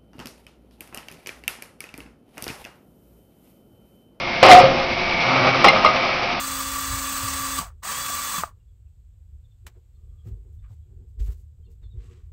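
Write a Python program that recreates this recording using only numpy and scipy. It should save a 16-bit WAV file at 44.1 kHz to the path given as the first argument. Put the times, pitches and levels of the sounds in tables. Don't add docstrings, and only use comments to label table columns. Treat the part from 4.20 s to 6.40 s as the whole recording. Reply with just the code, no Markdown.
import sys
import numpy as np
from scipy import signal
from scipy.fft import rfft, irfft
from scipy.io import wavfile
from scipy.ndimage import uniform_filter1d

SR = 44100
rng = np.random.default_rng(int(sys.argv[2]) if len(sys.argv) > 2 else 0)


def dump(signal):
    limited = np.clip(np.atleast_2d(signal).T, -1, 1)
    pcm = np.round(limited * 32767).astype(np.int16)
    wavfile.write(sys.argv[1], SR, pcm)


def elevation(decibels):
    levels = np.asarray(decibels, float)
    return 10 ** (levels / 20)


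N = 97020

# time [s], roar level [dB], rub level [dB], bass change [dB].
DOOR_MOTION = [(0, -5, -33, 4), (.2, -1.5, -50, 0), (.5, -3.5, -58, 7), (.98, 0, -36.5, 2),
               (1.08, 1, -22.5, -6.5), (1.24, -2.5, -18.5, -13), (1.3, -3, -18.5, -14.5),
               (1.42, 3, -27.5, 3.5), (1.6, -0.5, -21.5, 0.5), (1.85, -1, -25, -2.5), (2.2, -3, -32, 0.5)]
# frequency [Hz], level [dB], t60 [s].
PANEL_MODES = [(135, -8, .2), (258, -8, .2), (366, -7, .18), (535, -1, .22), (632, -2, .17), (727, -4, .14),
               (800, -1, .2), (910, -6, .1), (1075, -2, .12), (1165, -2, .08), (1240, 0, .22),
               (1900, -7, .08), (190, -8, .2), (2330, -6, .08)]
# frequency [Hz], level [dB].
CRACK_COLOUR = [(40, -27), (150, -21), (312, -9), (700, -3.5), (1600, -14.5), (2390, -8), (4000, -17.5),
                (5500, -19.5)]


def read(points, hz):
    f, value = np.transpose(points)
    return np.interp(np.log(hz + 1), np.log(f + 1), value)


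def curve(table, column):
    rows = np.transpose(table)
    return np.interp(np.arange(N) / SR, rows[0], rows[column])


def span(table):
    i = np.arange(N)
    return (i > table[0][0] * SR) & (i < table[-1][0] * SR)


def evened(x):
    return x / np.sqrt(np.mean(x ** 2) + 1e-20)


def coloured(x, points):
    hz = np.fft.rfftfreq(len(x), 1 / SR)
    return irfft(rfft(x) * elevation(read(points, hz)), len(x))


def resonate(x, hz, width):
    r = np.exp(-np.pi * width / SR)
    return 2 * signal.lfilter([1 - r], [1, -r * np.exp(2j * np.pi * hz / SR)], x).real


def drift(rate_hz):
    size = int(SR / rate_hz)
    x = uniform_filter1d(uniform_filter1d(rng.standard_normal(N), size), size)
    return evened(x - uniform_filter1d(x, size=6 * size))


def add(mix, s, sound):
    part = mix[round(s * SR):][:len(sound)]
    part += sound[:len(part)]


def workshop(x):
    # frequency [Hz], t60 [s].
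    room_decay = [(100, 0.97), (1000, 0.35), (5000, 0.27)]
    hz, t, z = signal.stft(rng.standard_normal(SR), SR, nperseg=256)
    decay_db = -60 * t / read(room_decay, hz)[:, None]
    tail = signal.istft(z * elevation(decay_db), SR, nperseg=256)[1][:SR]
    tail = tail * np.clip(np.arange(SR) / SR / 0.005 - .5, 0, 1)
    return signal.fftconvolve(x, tail / np.linalg.norm(tail))[:N]


def roar():
    # frequency [Hz], density [dB per Hz].
    roar_colour = [(25, -8.5), (80, -10), (200, -6), (420, -19), (600, -8), (1660, -11.5), (2340, -11.5),
                   (5500, -16)]
    # frequency [Hz], width [Hz], level [dB].
    casing_modes = [(241.6, 16, -15.5), (354.6, 15, -13), (531, 19, -12), (681, 21, -38.5), (704, 20, -8.5),
                    (894, 120, -10.5), (1170, 72, -11.5), (2335, 470, -4)]
    body = np.zeros(N)
    for hz, width, db in casing_modes:
        body += elevation(db) * evened(resonate(rng.standard_normal(N), hz, width))
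    both = body + evened(coloured(rng.standard_normal(N), roar_colour))
    bass = signal.sosfiltfilt(signal.butter(2, 330, fs=SR, output="sos"), both)
    bass_change = elevation(curve(DOOR_MOTION, 3)) - 1
    level_db = -23.5 + curve(DOOR_MOTION, 1) + .9 * drift(40)
    return elevation(level_db) * (both + bass_change * bass)


def gears():
    # time [s], 16th order [dB], 17th order [dB], 5th order [dB].
    whine = [(0, -35, -48, -51), (.15, -32.5, -33, -34.5), (.55, -33.5, -47.5, -33), (.85, -36, -29, -35.5),
             (1.0, -28.5, -28, -38.5), (1.25, -37, -28, -42.5), (1.6, -39.5, -32.5, -33.5),
             (1.85, -39, -31, -37), (2.2, -37.5, -43, -48)]
    gear_hz = 133.85
    turns = np.cumsum(gear_hz * (1 + .0006 * drift(8))) / SR
    out = np.zeros(N)
    for column, order in enumerate((16, 17, 5), start=1):
        level = np.sqrt(2) * elevation(curve(whine, column) + 0.5 * drift(23))
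        out += level * np.sin(2 * np.pi * (order * turns + rng.random()))
    return out


def scrape(ticks_per_s, blur, bright):
    hits = rng.random(N) < ticks_per_s / SR
    ticks = rng.standard_normal(N) * hits * elevation(0.7 * drift(40))
    modes = np.zeros(N)
    for hz, db, t60 in PANEL_MODES:
        modes += elevation(db) * evened(resonate(ticks, hz, blur / t60))
    return evened(modes) + bright * evened(coloured(ticks, CRACK_COLOUR))


def rub():
    # time [s], pitch [Hz], level [dB].
    buzz_path = [(1.04, 132, -50), (1.08, 131, -29), (1.2, 130, -24), (1.26, 130, -23), (1.3, 129, -33),
                 (1.36, 132, -31), (1.4, 134, -25), (1.44, 135, -45)]
    buzz_orders = [-1, -3, -7.5, -18, -15.5, -14.5, -12, -19.5, -4.5, -15.5]
    turns = np.cumsum(curve(buzz_path, 1) * (1 + 0.013 * drift(36.6))) / SR
    buzz = np.zeros(N)
    for order, db in enumerate(buzz_orders, start=1):
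        buzz += elevation(db + 2 * drift(31)) * np.sin(2 * np.pi * (order * turns + rng.random()))
    scraping = elevation(curve(DOOR_MOTION, 2)) * scrape(9000, 8.3, 0.21)
    return scraping + span(buzz_path) * elevation(curve(buzz_path, 2)) * buzz


def rattle():
    # time [s], level [dB].
    rattle_path = [(.228, -13.5), (.25, -14.5), (.28, -12), (.3, -13), (.32, -8), (.36, -15), (.42, -21),
                   (.5, -28), (.65, -31.5)]
    return span(rattle_path) * elevation(curve(rattle_path, 1)) * scrape(12000, 6, 1.34)


def judder():
    # time [s], pitch [Hz], level [dB].
    song_path = [(.26, 730, -18), (.285, 730, -10), (.294, 725, 0), (.312, 740, -4), (.335, 728, 3),
                 (.37, 730, 0), (.396, 728, -2), (.401, 730, -17), (.45, 730, -30)]
    turns = np.cumsum(curve(song_path, 1) * (1 + .016 * drift(70))) / SR
    level = elevation(curve(song_path, 2) + 2.5 * drift(85))
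    return span(song_path) * level * np.sin(2 * np.pi * turns)


def ring(modes, lift_db, rise_s):
    t, (hz, db, t60) = np.arange(SR // 4)[:, None] / SR, np.transpose(modes)
    phase, b, c = rng.random((3, len(hz)))
    slow = np.cos(2 * np.pi * (20 + 25 * b) * t)
    fast = np.cos(2 * np.pi * (45 + 40 * c) * t)
    flutter_db = 1.5 * (slow + fast - 1)
    level = elevation(db + lift_db + flutter_db - 60 * t / t60)
    tones = level * np.sin(2 * np.pi * (hz * t + phase))
    return tones.sum(1) * np.minimum(t[:, 0] / rise_s, 1)


def knocks():
    # time [s], ring level [dB], centre of colour [Hz], crack level [dB].
    door_hits = [(.228, -1.5, 560, -4.5), (.23, -4.5, 750, -14), (.237, -8.5, 1080, -26),
                 (.245, -9.5, 624, -15), (.25, -8, 366, -11.5), (.314, -1, 535, -3), (.43, -7, 136, -26),
                 (1.44, -27, 1120, -17.5), (1.444, 0.5, 2000, -8), (1.445, -12.5, 540, -12.5),
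                 (1.46, -7.5, 178, -10), (1.471, -13, 1113, -9.5), (1.486, -12.5, 1000, -9.5),
                 (.405, -4, 535, -13), (.436, -7, 540, -22), (.47, -11, 540, -26), (1.443, -2, 1120, -10),
                  (1.45, -5, 800, -16), (1.452, -4, 1240, -18), (1.532, -11, 620, -22),
                  (1.56, -16, 1240, -28), (1.647, -6, 1170, -15), (1.65, -12, 910, -22),
                  (1.655, -7, 635, -22), (1.665, -16, 1240, -24)]
    # frequency [Hz], level [dB], t60 [s].
    latch_modes = [(2107, 0, 0.058), (2800, -7, 0.064), (4100, -6.5, 0.042), (5300, -17.5, .06)]
    # time [s], level [dB].
    latch_clinks = [
        (.313, 5),
        (1.482, 5.5),
        (1.66, -3.5),
    ]
    colour_octaves, crack_t60_s = .16, .08
    out, t = np.zeros(N), np.arange(SR // 4) / SR
    panel_hz = np.transpose(PANEL_MODES)[0]
    for s, ring_db, centre_hz, crack_db in door_hits:
        octaves_off = np.log2(panel_hz / centre_hz)
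        lift_db = ring_db - 6 * (octaves_off / colour_octaves) ** 2
        add(out, s, ring(PANEL_MODES, lift_db, .002))
        crack = evened(coloured(rng.standard_normal(len(t)), CRACK_COLOUR))
        fall = elevation(crack_db - 60 * t / crack_t60_s)
        add(out, s, crack * fall * np.minimum(t / 0.00068, 1))
    for s, db in latch_clinks:
        add(out, s, ring(latch_modes, db - 3, .004))
    return out


def scene():
    door = knocks() + rattle()
    song = judder()
    wet = elevation(-11) * workshop(door + elevation(-4) * song)
    return (door + song + wet + roar() + gears() + rub())[None]


def top_cut(x):
    return signal.sosfilt(signal.butter(12, 16000, fs=SR, output="sos"), x)


def record(dry):
    edge_hz, fall_db, overload, top_hz = 5000, 11, 1.0, 14900
    hz = np.fft.rfftfreq(N, 1 / SR)
    loss_db = np.minimum(fall_db * (np.maximum(hz - edge_hz, 0) / 1000) ** 2, 200)
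    dull = irfft(rfft(dry) * elevation(-loss_db), N)
    clipped = np.clip(dull, -overload, overload)
    limited = irfft(rfft(clipped) * np.clip((top_hz - hz) / 600 + 1, 0, 1), N)
    return top_cut(limited)


dry = scene()
out = record(dry)
dump(out)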